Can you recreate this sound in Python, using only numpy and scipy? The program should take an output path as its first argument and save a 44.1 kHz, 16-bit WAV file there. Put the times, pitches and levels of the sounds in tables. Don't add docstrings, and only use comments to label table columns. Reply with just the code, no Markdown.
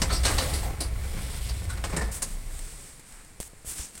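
import sys
import numpy as np
from scipy import signal
from scipy.fft import rfft, irfft
from scipy.io import wavfile

SR = 44100
rng = np.random.default_rng(int(sys.argv[2]) if len(sys.argv) > 2 else 0)


def materialize(psi):
    bounded = np.clip(np.atleast_2d(psi).T, -1, 1)
    quanta = np.round(bounded * 32767).astype(np.int16)
    wavfile.write(sys.argv[1], SR, quanta)


N = 176400
T = np.arange(N) / SR

# f/Hz, level/dB
HISS_COLOUR = [(20, 9), (60, 3.5), (130, -3.5), (300, -8), (600, -12.5), (1200, -15.5), (2200, -14),
               (3200, -21.5), (4500, -19), (6200, -21.5), (8400, -12.5), (10500, -19), (12000, -27),
               (16000, -31)]
# t/s, level/dB
MOTOR_LEVEL = [(0, -30.5), (.35, -29.5), (.55, -32.5), (.76, -36.5), (.93, -29.5), (1.1, -39), (1.4, -37),
               (1.62, -33), (1.8, -36.5), (2.08, -34.5), (2.2, -49), (2.55, -47.5), (2.85, -71)]
SWAY_LEVEL = [(0, -35), (.46, -26.5), (.58, -30), (.66, -24.5), (.8, -44), (1, -33), (1.36, -38.5),
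              (1.7, -41), (1.97, -33), (2.12, -47), (2.3, -38.5), (2.65, -37.5), (2.9, -53), (3.5, -54.5),
              (4, -50)]
# f/Hz, level/dB
HUM_TONES = [(56.8, -5.5), (95.5, -9.5), (113, -13.5), (179, -19)]
SHAKE_COLOUR = [(20, -9), (38, -3), (52, 11), (66, 12.5), (82, 5), (105, -10), (140, -27), (250, -51),
                (600, -85)]
SWAY_COLOUR = [(3, -71), (14, -25), (22, -7), (28, 5.5), (38, -3.5), (55, -17), (150, -47)]

# t/s, rise/s, hold/s, t60/s, level/dB
SOLE_STROKES = [(3, 0.17, 0.049, 0.22, -57)]
SLEEVE_STROKES = [(3.765, .02, .065, .14, -45)]
# t/s, rise/s, hold/s, t60/s, level/dB, sizzle level/dB
SWISHES = [(2.111, 0.0076, 0.05, 0.19, -41.5, -39), (2.254, 0.0084, 0.073, 0.3, -46, -53),
           (2.377, 0.21, 0.3, 0.62, -46, -67), (3.046, 0.041, 0.063, 0.94, -52, -79),
           (3.4, 0.0027, 0.0052, 0.2, -39.5, -41.5), (3.449, 0.016, 0.013, 0.024, -56, -48),
           (3.643, 0.05, 0.028, 0.33, -39, -37), (3.751, 0.035, 0.04, 0.37, -39.5, -70),
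           (3.925, 0.026, 0.053, .4, -52, -64)]
# t/s, t60/s, level/dB
SMALL_TICKS = [(2.591, 0.019, -37), (2.995, 0.026, -43), (3.123, .021, -45), (3.247, .021, -45.5),
               (3.4105, 0.0047, -34), (3.429, 0.0063, -29.5), (3.953, 0.015, -38.5), (3.977, .02, -38.5)]
# f/Hz, level/dB
SOLE_COLOUR = [(60, -20), (170, 2), (400, -5), (1500, 2), (2300, -2), (3500, -16), (7000, -35)]
SLEEVE_COLOUR = [(3500, -31), (4800, -13), (5400, 2), (7000, 0), (8200, 0), (11000, -35)]
SIZZLE_COLOUR = [(4000, -11), (8000, 6), (10500, 3.5), (13000, -4), (16000, -5)]
# f/Hz, level/dB
CLOTH_COLOUR = [(100, 3), (600, -11), (1200, -9), (2200, -7.5), (3200, -8.5), (4600, -7.5), (6500, -6.5),
                (8400, 3.5), (10000, -5), (12000, -13), (16000, -18)]
# t/s, click level/dB, thump level/dB, snap level/dB
FINGER_BUMPS = [(3.4022, -20.5, -34, -18), (3.5338, -35.5, -56, -60), (3.6476, -32, -46, -70),
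                (3.674, -60, -29, -60), (3.797, -35, -26.5, -55)]

# t/s, hold/s, f/Hz, width/Hz, level/dB
SQUEAKS = [(0.09, .008, 3370, 250, -44), (0.097, 0.025, 1346, 250, -38.5), (0.11, 0.029, 4460, 110, -37.5),
           (.126, .02, 8330, 120, -39), (0.128, 0.044, 5450, 600, -38), (0.131, 0.046, 4740, 450, -40.5),
           (0.258, 0.048, 1586, 35, -37), (0.276, .012, 1110, 90, -35), (0.418, 0.057, 535, 60.4, -38),
           (0.626, 0.075, 783, 244, -43), (1.696, 0.013, 1470, 170, -43), (1.699, 0.014, 3880, 150, -52),
           (1.731, .004, 1510, 150, -46), (1.977, 0.048, 428, 60, -45)]
# t/s, level/dB
ROLL_LEVEL = [(0, -37), (.22, -44), (.32, -37.5), (.47, -38), (.6, -41.5), (.69, -40), (.76, -47),
              (.96, -46.5), (1.17, -43), (1.5, -47), (1.82, -46.5), (2.06, -48), (2.3, -52), (2.7, -52),
              (3, -63), (4, -69.5)]
RUB_LEVEL = [(0, -43.5), (.22, -50), (.31, -36), (.5, -36), (.6, -44), (.78, -54), (.94, -56),
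             (1.08, -45.5), (1.22, -44), (1.44, -42.5), (1.62, -49), (1.74, -47.5), (1.82, -54.5),
             (2.05, -49.5), (2.4, -57.5), (4, -85)]
# f/Hz, level/dB
ROLL_COLOUR = [(60, -13), (130, 16), (230, 3.5), (400, 2), (650, -0.5), (1100, -6.5), (1700, -8),
               (2200, -1.5), (3000, -22), (6000, -20), (16000, -33.5)]
RUB_COLOUR = [(500, -28), (2300, -1), (3200, 1.5), (4400, 0.5), (5300, -0.5), (6400, -5), (8400, 4.5),
              (10000, -0.5), (12500, -7), (16000, -11.5)]
# f/Hz, width/Hz, level/dB
RING_TONES = [(181.5, 8.4, -10), (261, 8.4, 6), (398, 30, 4.5), (432, 14, 1), (521.4, 10, 5.5),
              (558, 21, 7.5), (720, 8.5, 3.5), (821, 9.2, 2), (1099, 41, 6), (1199, 20, -3.5),
              (1344, 15, 0), (1590, 11, -7), (1796, 45, -2), (1894, 24, 3.5), (4200, 24, -9),
              (4440, 20, -15), (6250, 28, -9), (6700, 30, 0), (8400, 28, 7)]
# t/s, level/dB
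CATCH_HITS = [(.536, -39), (.8065, -33)]
STOP_HITS = [(1.976, -32.5), (2.01, -29.5)]
# f/Hz, level/dB, t60/s
CATCH_TONES = [(3970, -2, 0.095), (4689, -6, .17), (4900, -6, 0.17), (6110, -10, 0.15), (7550, -11, 0.1),
               (8300, -4, .11), (9200, -1, 0.089), (9840, -0.5, .14), (10500, -11, .13)]
STOP_TONES = [(915, -5, 0.08), (1028, -17, 0.19), (1486, -20, 0.18), (1745, -4, 0.13), (1799, 1, 0.086),
              (1920, -9, 0.14), (2196, -17, .2)]
# t/s, t60/s, level/dB
CAR_BOOMS = [(.015, 0.23, -27.5), (1.135, 1, -40.5), (1.928, 0.16, -30), (1.972, 0.17, -35.5),
             (2.013, 0.49, -37), (2.222, 0.83, -43)]
# f/Hz, level/dB
BOOM_COLOUR = [(60, -7), (115, -6.5), (165, 7.5), (190, 5.5), (250, -6.5), (400, -16), (1000, -80)]
FRAME_COLOUR = [(60, -29), (130, 5), (200, 0), (280, 4), (420, 4.5), (560, 0), (750, 2), (1500, -49)]
PANEL_COLOUR = [(300, -47.5), (620, -0.5), (1000, 3), (1700, 1), (2300, 0.5), (2900, -11), (3800, -18),
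                (8000, -61)]
HANGER_COLOUR = [(1500, -50), (2800, 1.5), (3300, -8), (4000, 1), (5600, -0.5), (6400, -2), (7200, -9),
                 (8500, -20), (16000, -44)]
LATCH_COLOUR = [(4000, -50), (6500, -8), (7700, 4), (8700, 2.5), (9700, -5), (11000, -11.5), (12500, -15),
                (16000, -53)]
# t/s, rise/s, t60/s, frame level/dB, panel level/dB, hanger level/dB, latch level/dB,
# hanger f/Hz, latch f/Hz, ringing compared with chatter/dB
DOOR_CLACKS = [(0.0174, 0.00094, 0.13, -41, -28, -24.5, -26, 5500, 7760, -2),
               (0.092, .014, 0.25, -55, -33.5, -37, -57, 4000, 8400, 7),
               (0.114, 0.02, 0.3, -35.5, -61, -36, -33.5, 4400, 8500, 2),
               (.231, 0.008, 0.12, -44, -39.5, -33, -35.5, 3820, 8250, -2),
               (0.2485, 0.006, 0.24, -38, -27, -24, -27, 4000, 8800, -4),
               (0.29, 0.016, 0.31, -32.5, -37, -59, -42, 4450, 8600, 2),
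               (0.3811, 0.0029, 0.21, -51, -29.5, -26, -39, 4180, 8260, -2.5),
               (0.534, 0.0031, 0.35, -45, -47.5, -36.5, -35.5, 4560, 9900, 1),
               (0.626, .008, 0.11, -43, -50, -53, -48, 4200, 8400, -7),
               (0.804, 0.0035, 0.19, -34.5, -41.5, -33, -31.5, 4670, 9400, 4),
               (1.032, 0.0055, 0.16, -56, -49, -67, -46.5, 4150, 8400, -3),
               (1.489, 0.004, 0.13, -45, -45, -36.5, -44.5, 4570, 8440, 2),
               (1.69, 0.013, 0.1, -70, -44, -43, -39, 4000, 8250, -8),
               (1.772, 0.003, 0.15, -64, -43, -50.5, -63, 4400, 8400, -3),
               (1.8394, 0.001, 0.13, -39, -33, -34, -34.5, 3280, 8600, -5),
               (1.893, 0.0068, 0.19, -46, -46, -47, -45, 5200, 8400, -6),
               (1.923, 0.01, .16, -35.5, -38, -53, -60, 5200, 8400, -8),
               (1.9633, 0.0031, 0.16, -31.5, -34, -38, -30.5, 5460, 8450, -14),
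               (2.008, 0.011, 0.24, -38, -43, -44.5, -47.5, 5260, 8340, 1),
               (2.2199, 0.0041, 0.11, -56, -37, -31, -25.5, 6900, 9050, 1.5)]


def from_db(db):
    return 10 ** (np.asarray(db) / 20)


def unit_level(x):
    return x / np.sqrt(np.mean(x ** 2) + 1e-20)


def level(rows):
    return from_db(np.interp(T, *np.transpose(rows)))


def white():
    return rng.standard_normal(N)


def coloured(x, colour):
    hz, db = np.transpose(colour)
    f = np.maximum(np.fft.rfftfreq(N, 1 / SR), 1)
    gain = from_db(np.interp(np.log(f), np.log(hz), db))
    return unit_level(irfft(rfft(x) * gain, N))


def drift(hz):
    f = np.fft.rfftfreq(N, 1 / SR)
    return unit_level(irfft(rfft(white()) / (1 + (f / hz) ** 2), N))


def grains(per_s, grain_db):
    clicks = (rng.random(N) < per_s / SR) * white()
    return unit_level(white() + from_db(grain_db) * unit_level(clicks))


def resonance(x, hz, width_hz):
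    r = np.exp(-np.pi * width_hz / SR)
    feed = np.sqrt((1 - r * r) / 2) * np.array([1, 0, -1])
    feedback = [1, -2 * r * np.cos(2 * np.pi * hz / SR), r * r]
    return signal.lfilter(feed, feedback, x + 1e-18)


def envelope(start, rise, hold, t60):
    out = np.zeros(N)
    span = slice(max(int(start * SR), 0), int((start + rise + hold + 2 * t60) * SR))
    t = T[span] - start
    fade = np.exp(-np.log(1000) * np.maximum(t - rise - hold, 0) / t60)
    out[span] = np.clip(t / max(rise, 1e-4), 0, 1) * fade
    return out


def background_hiss():
    return from_db(-51.5 + 0.37 * drift(16)) * coloured(white(), HISS_COLOUR)


def echoes(x, t60, dull_hz):
    t = T[:SR]
    noise = signal.sosfilt(signal.butter(2, 450, "high", fs=SR, output="sos"), rng.standard_normal(SR))
    low = signal.sosfilt(signal.butter(2, dull_hz, fs=SR, output="sos"), noise)
    fade = np.exp(-np.log(1000) * t / t60)
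    tail = (low * fade + .5 * (noise - low) * fade ** 2) * (t > .003)
    return signal.fftconvolve(x, tail / np.linalg.norm(tail))[:N]


def motor():
    waver_db, waver_hz = 3.5, .7
    hum = 0
    for hz, db in HUM_TONES:
        gain = from_db(db + waver_db * drift(11)) * np.sqrt(2)
        pitch = hz + waver_hz * drift(3.9)
        hum += gain * np.sin(2 * np.pi * np.cumsum(pitch) / SR)
    shake = from_db(2) * coloured(white(), SHAKE_COLOUR)
    sway = level(SWAY_LEVEL) * coloured(white(), SWAY_COLOUR)
    return level(MOTOR_LEVEL) * (hum + shake) + sway


def brushing(strokes, colour):
    motion = sum(from_db(db) * envelope(*timing) for *timing, db in strokes)
    return motion * coloured(white(), colour)


def clothes():
    motion, sizzle = 0, 0
    for *timing, db, sizzle_db in SWISHES:
        swish = envelope(*timing)
        motion += from_db(db) * swish
        sizzle += from_db(sizzle_db) * swish
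    ticks = sum(from_db(db) * envelope(start, 0, 0, t60) for start, t60, db in SMALL_TICKS)
    cloth = coloured(grains(per_s=2500, grain_db=-6), CLOTH_COLOUR)
    flutter = from_db(drift(25))
    return flutter * ((motion + ticks) * cloth + sizzle * coloured(white(), SIZZLE_COLOUR))


def finger_bumps():
    click_hz, thump_hz, case_hz = 445, 60, 176
    bright_noise = unit_level(white() + resonance(white(), hz=8600, width_hz=1700))
    out = 0
    for start, click_db, thump_db, snap_db in FINGER_BUMPS:
        t = np.clip(T - start, 0, .5)
        snap = envelope(start, 0, 0, t60=.0022) * bright_noise
        click = np.sin(2 * np.pi * click_hz * t) * np.exp(-np.pi * 370 * np.minimum(t, .05))
        case = from_db(-9.5) * np.sin(2 * np.pi * case_hz * t) * envelope(start, 0, 0, t60=.03)
        thump = np.sin(2 * np.pi * thump_hz * t) * np.exp(-np.pi * 28 * t)
        out += from_db(snap_db) * snap + from_db(click_db) * (click + case) + from_db(thump_db) * thump
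    return out


def squeaks():
    steadiness = 0.82
    out = 0
    for start, hold, hz, width, db in SQUEAKS:
        ring = resonance(resonance(white(), hz, width), hz, width)
        strength = np.abs(signal.hilbert(ring)) + 1e-9
        tone = unit_level(ring / strength ** steadiness)
        out += from_db(db) * envelope(start, rise=.004, hold=hold, t60=.077) * tone
    return out


def door_ringing(force):
    ring = sum((-1) ** k * from_db(db) * resonance(force, hz, width)
               for k, (hz, width, db) in enumerate(RING_TONES))
    return ring / np.sqrt(sum(from_db(db) ** 2 for _, _, db in RING_TONES))


def panel_rattle(effort):
    touches_per_s, t60 = 28, 0.058
    touches = (rng.random(N) < touches_per_s / SR) * rng.uniform(0, 1, N)
    fade_per_sample = np.exp(-np.log(1000) / (t60 * SR))
    bursts = unit_level(signal.lfilter([1], [1, -fade_per_sample], touches + 1e-18))
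    return from_db(-12.5) * effort * bursts * coloured(white(), PANEL_COLOUR)


def sliding():
    effort, full_effort = level(ROLL_LEVEL), from_db(-34.5)
    load = effort * from_db(1.83 * drift(28))
    rollers = load * coloured(grains(per_s=390, grain_db=-1), ROLL_COLOUR)
    force = load * (effort / full_effort) ** 0.95 * white()
    ringing = from_db(-1) * door_ringing(force)
    rattle = panel_rattle(effort)
    rub_gain = level(RUB_LEVEL) * from_db(1.43 * drift(23))
    rub = rub_gain * coloured(grains(per_s=900, grain_db=-4.5), RUB_COLOUR)
    return rollers + ringing + rattle + rub


def struck_steel(hits, tones):
    spread_db = 1.5
    out = 0
    for start, hit_db in hits:
        for hz, db, t60 in tones:
            gain = from_db(hit_db + db + spread_db * rng.standard_normal())
            tone = np.sin(2 * np.pi * (hz * T + rng.random()))
            out += gain * envelope(start, rise=.0012, hold=0, t60=t60) * tone
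    return out


def car_booms():
    knocks = sum(from_db(db) * envelope(start, rise=.0047, hold=0, t60=t60)
                 for start, t60, db in CAR_BOOMS)
    return knocks * coloured(white(), BOOM_COLOUR)


def clacks():
    frame, panel, hanger, latch = [coloured(grains(per_s=800, grain_db=-1.5), colour) for colour
                                   in (FRAME_COLOUR, PANEL_COLOUR, HANGER_COLOUR, LATCH_COLOUR)]
    out, force, noise = 0, 0, white()
    for (start, rise, t60, frame_db, panel_db, hanger_db, latch_db,
         hanger_hz, latch_hz, ring_db) in DOOR_CLACKS:
        crack = 0.51 * envelope(start, 0, 0, t60=.0064)
        blow = envelope(start, rise, 0, t60) + crack
        chatter = from_db(frame_db) * frame + from_db(panel_db) * panel
        ring_gain = from_db(ring_db)
        for part, db, hz in ((hanger, hanger_db, hanger_hz), (latch, latch_db, latch_hz)):
            ring = ring_gain * resonance(noise, hz, width_hz=720)
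            chatter += from_db(db) * (part + ring) / np.hypot(1, ring_gain)
        out += blow * chatter
        kick = signal.unit_impulse(N, int((start + rise) * SR))
        force += from_db(panel_db) * np.linalg.norm(blow) * kick
    return out + from_db(-3) * door_ringing(force)


def scene():
    doors = clacks() + car_booms() + struck_steel(STOP_HITS, STOP_TONES)
    doors += struck_steel(CATCH_HITS, CATCH_TONES) + sliding() + squeaks()
    car_gain = from_db(-16)
    in_car = (doors + car_gain * echoes(doors, t60=.1, dull_hz=9230)) / np.hypot(1, car_gain)
    landing = from_db(-15.5) * echoes(in_car, t60=.98, dull_hz=2280)
    background = background_hiss() + motor()
    person = clothes() + brushing(SLEEVE_STROKES, SLEEVE_COLOUR)
    person += brushing(SOLE_STROKES, SOLE_COLOUR) + finger_bumps()
    return np.tile(background + person + landing + in_car, (2, 1))


def record(dry):
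    cutoff_hz = 16000
    return signal.sosfilt(signal.ellip(12, .2, 80, cutoff_hz, fs=SR, output="sos"), dry)


dry = scene()
out = record(dry)
materialize(out)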